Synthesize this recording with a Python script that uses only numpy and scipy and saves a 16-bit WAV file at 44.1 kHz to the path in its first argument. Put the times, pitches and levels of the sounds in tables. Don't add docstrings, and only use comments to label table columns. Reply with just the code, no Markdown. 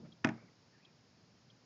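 import sys
import numpy as np
from scipy import signal
from scipy.fft import rfft, irfft, next_fast_len
from scipy.io import wavfile
from scipy.ndimage import map_coordinates

SR = 44100
rng = np.random.default_rng(int(sys.argv[2]) if len(sys.argv) > 2 else 0)


def int16_out(signal):
    q = np.round(np.clip(np.atleast_2d(signal).T, -1, 1) * 32767)
    wavfile.write(sys.argv[1], SR, q.astype(np.int16))


N = 72765
T = np.arange(N) / SR


def amp(db):
    return 10 ** (np.asarray(db) / 20)


def unit(x):
    return x / np.sqrt(np.mean(x ** 2) + 1e-20)


def coloured(x, points):
    size = next_fast_len(N + 8192)
    hz, db = np.transpose(points)
    gain = amp(np.interp(np.log(np.fft.rfftfreq(size, 1 / SR) + 1), np.log(hz), db))
    return irfft(rfft(x, size) * gain, size)[:N]


def noise(points):
    return unit(coloured(rng.standard_normal(N), points))


def wobble(rate):
    return map_coordinates(rng.standard_normal(N), [T * rate], mode="wrap")


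def fade(start, attack, t60):
    t = np.maximum(T - start, 0)
    return (1 - np.exp(-t / attack)) * np.exp(-np.log(1000) * t / t60)


def ring(start, modes, attack):
    return sum(amp(db) * fade(start, attack, t60) * np.sin(2 * np.pi * hz * (T - start))
               for hz, db, t60 in modes)


# start in seconds, then boom, clack and crack gains in dB.
OAR_CONTACTS = [(0.2460, -28, -22.5, -23.5), (0.2716, -39.5, -39, -44), (0.2893, -40, -35, -37)]
# frequency in Hz, relative level in dB, 60 dB decay time in seconds.
HULL_MODES = [(116.8, -17.5, 0.46), (143.7, -3.5, 0.24), (183.8, -4.5, 0.2), (227.6, -2, .23),
              (257, 11.5, 0.062), (295.5, -6, .2), (313.7, -9.5, 0.29), (389.6, -12.5, .18),
              (640.6, -7, 0.18), (763, -16, 0.25), (829.5, -11, 0.14), (894, -14.5, 0.086),
              (956, -9.5, 0.14), (1135, -17.5, .13)]
SHAFT_MODES = [(1279, -17.5, 0.15), (1492, -7.5, 0.058), (1783, 1.5, 0.018), (2136, -9, 0.046),
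               (2452, -14.5, 0.057), (3175, -22.5, 0.05), (3360, -21, .04), (5110, -23, 0.045),
               (6400, -24.5, 0.022)]
# frequency in Hz, relative level in dB.
GRAZE_SPECTRUM = [(500, -18), (1300, -5.5), (1900, 0), (2500, -12), (3300, -26), (6000, -31.5)]
CRACK_SPECTRUM = [(300, -4.5), (700, -12), (1200, -1), (1800, 5), (2700, 0), (3600, -8.5), (4400, -20.5),
                  (5300, -6), (6500, -10.5), (7300, -40), (8200, -47.5)]
SHELL_SPECTRUM = [(60, -2.5), (105, 5), (160, 2), (300, 1), (550, -0.5), (1050, -9), (1350, -7),
                  (2200, -12), (3300, -28), (4300, -30.5), (6300, -39)]
# frequency in Hz, gain in dB.
SHELL_RADIATION = [(30, -2), (65, -21.5), (105, -1.5), (390, 0.5), (440, -4), (540, -6), (630, 0.5)]
HULL_LAG_S, HULL_ATTACK_S, SHAFT_ATTACK_S = 0.001982, 0.0021, 0.00026


def oar():
    graze = fade(start=0.242, attack=HULL_ATTACK_S, t60=0.026)
    shaft = amp(-34) * noise(GRAZE_SPECTRUM) * graze
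    hull = np.zeros(N)
    for start, boom_db, clack_db, crack_db in OAR_CONTACTS:
        late = start + HULL_LAG_S
        shell_decay = amp(-7) * fade(late, HULL_ATTACK_S, t60=0.15)
        dock_echo = amp(-25) * fade(late, attack=0.02, t60=0.67)
        dense_ring = noise(SHELL_SPECTRUM) * (shell_decay + dock_echo)
        hull += amp(boom_db) * (ring(late, HULL_MODES, HULL_ATTACK_S) + dense_ring)
        shaft += amp(clack_db) * ring(start, SHAFT_MODES, SHAFT_ATTACK_S)
        shaft += amp(crack_db) * noise(CRACK_SPECTRUM) * fade(start, SHAFT_ATTACK_S, t60=0.019)
    return shaft + coloured(hull, SHELL_RADIATION)


# start in seconds, gain in dB.
HULL_BUMPS = [(-0.01, -52), (0.029, -52), (0.433, -60)]
# centre in seconds, level in dB, Gaussian width in seconds.
OARLOCK_SCUFFS = [(0.058, -62, .01), (0.382, -62, 0.0057), (0.426, -66, 0.0081), (1.385, -73.5, 0.0044)]
# frequency in Hz, relative level in dB.
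BUMP_SPECTRUM = [(40, -19.5), (110, -5.5), (160, 2.5), (230, -6.5), (300, -10.5), (600, -22), (1300, -35.5),
                 (3000, -57)]
SCUFF_SPECTRUM = [(200, -20), (580, 11), (850, -12), (1300, -1.5), (2400, -16), (5000, -49.5)]
BUMP_ATTACK_S = 0.0033


def rower_shifting():
    bumps = np.zeros(N)
    for start, db in HULL_BUMPS:
        thud = fade(start, BUMP_ATTACK_S, t60=0.48) * noise(BUMP_SPECTRUM)
        low_modes = amp(1) * ring(start, HULL_MODES[:4], BUMP_ATTACK_S)
        bumps += amp(db) * (thud + low_modes)
    rubbing = sum(amp(db) * np.exp(-0.5 * ((T - centre) / width) ** 2)
                  for centre, db, width in OARLOCK_SCUFFS)
    return bumps + noise(SCUFF_SPECTRUM) * rubbing


# start in seconds, gain in dB.
BIRD_CHIPS = [(0.121, -61), (0.849, -62.5), (1.5, -63)]
# frequency in Hz, relative level in dB.
RASP_SPECTRUM = [(2600, -31), (3150, 1.5), (3600, -3), (4200, -4), (4800, -46)]
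CHIP_HZ, CHIP_FALL_HZ_PER_S, CHIP_S = 3370, 19000, 0.016


def chipping_bird():
    chips = np.zeros(N)
    for start, db in BIRD_CHIPS:
        t = np.clip(T - start, 0, CHIP_S)
        note = np.sin(2 * np.pi * (CHIP_HZ - 0.5 * CHIP_FALL_HZ_PER_S * t) * t)
        envelope = np.sin(np.pi * (t / CHIP_S) ** 0.4)
        chips += amp(db) * envelope * (note + amp(-4) * noise(RASP_SPECTRUM))
    return chips


# time in seconds, pitch in Hz, level in dB.
WHISTLE_CONTOURS = [
    [(0.34, 2050, -80), (0.39, 2200, -74), (0.425, 2330, -73), (0.452, 2300, -92), (0.476, 2280, -92),
     (0.486, 2080, -72), (0.5, 1850, -88)],
    [(0.725, 1780, -85), (0.738, 1770, -74), (0.757, 1760, -74), (0.775, 1600, -84), (0.802, 1820, -74),
     (0.815, 2200, -77), (0.835, 2560, -77), (0.865, 2600, -76), (0.895, 2330, -81)],
]
BLUR_KNOTS_PER_S = 241.6


def whistling_bird():
    whistles = np.zeros(N)
    for contour in WHISTLE_CONTOURS:
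        times, hz, db = np.transpose(contour)
        blur = wobble(BLUR_KNOTS_PER_S) + 1j * wobble(BLUR_KNOTS_PER_S)
        phase = 2 * np.pi * np.cumsum(np.interp(T, times, hz)) / SR
        tone = unit(np.real(blur * np.exp(1j * phase)))
        whistles += tone * np.interp(T, times, amp(db), left=0, right=0)
    return whistles


# frequency in Hz, relative level in dB.
RUMBLE_SPECTRUM = [(25, -32), (50, -12), (80, -10), (120, 0.5), (200, -3.5), (320, -11), (600, -15),
                   (1200, -20.5), (2500, -24.5), (5000, -41.5)]
HISS_SPECTRUM = [(1000, -7), (2500, -8), (3800, -6), (4500, -2), (5200, 0.5), (6000, -7.5), (6900, -7.5),
                 (7400, -36)]


def outdoors():
    return amp(-67.5) * noise(RUMBLE_SPECTRUM) + amp(-73.5) * noise(HISS_SPECTRUM)


def scene():
    return (oar() + rower_shifting() + chipping_bird() + whistling_bird() + outdoors())[None]


BASS_CUT_HZ, TOP_HZ, EDGE_WIDTH_HZ = 75, 7698, 900


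def record(dry):
    highpass = signal.butter(N=3, Wn=BASS_CUT_HZ / (SR / 2), btype="high", output="sos")
    thinned = signal.sosfilt(highpass, dry)
    edge = np.clip(0.5 + (TOP_HZ - np.fft.rfftfreq(2 * N, 1 / SR)) / EDGE_WIDTH_HZ, 0, 1)
    return irfft(rfft(thinned, 2 * N) * np.sin(np.pi / 2 * edge) ** 2)[:, :N]


dry = scene()
out = record(dry)
int16_out(out)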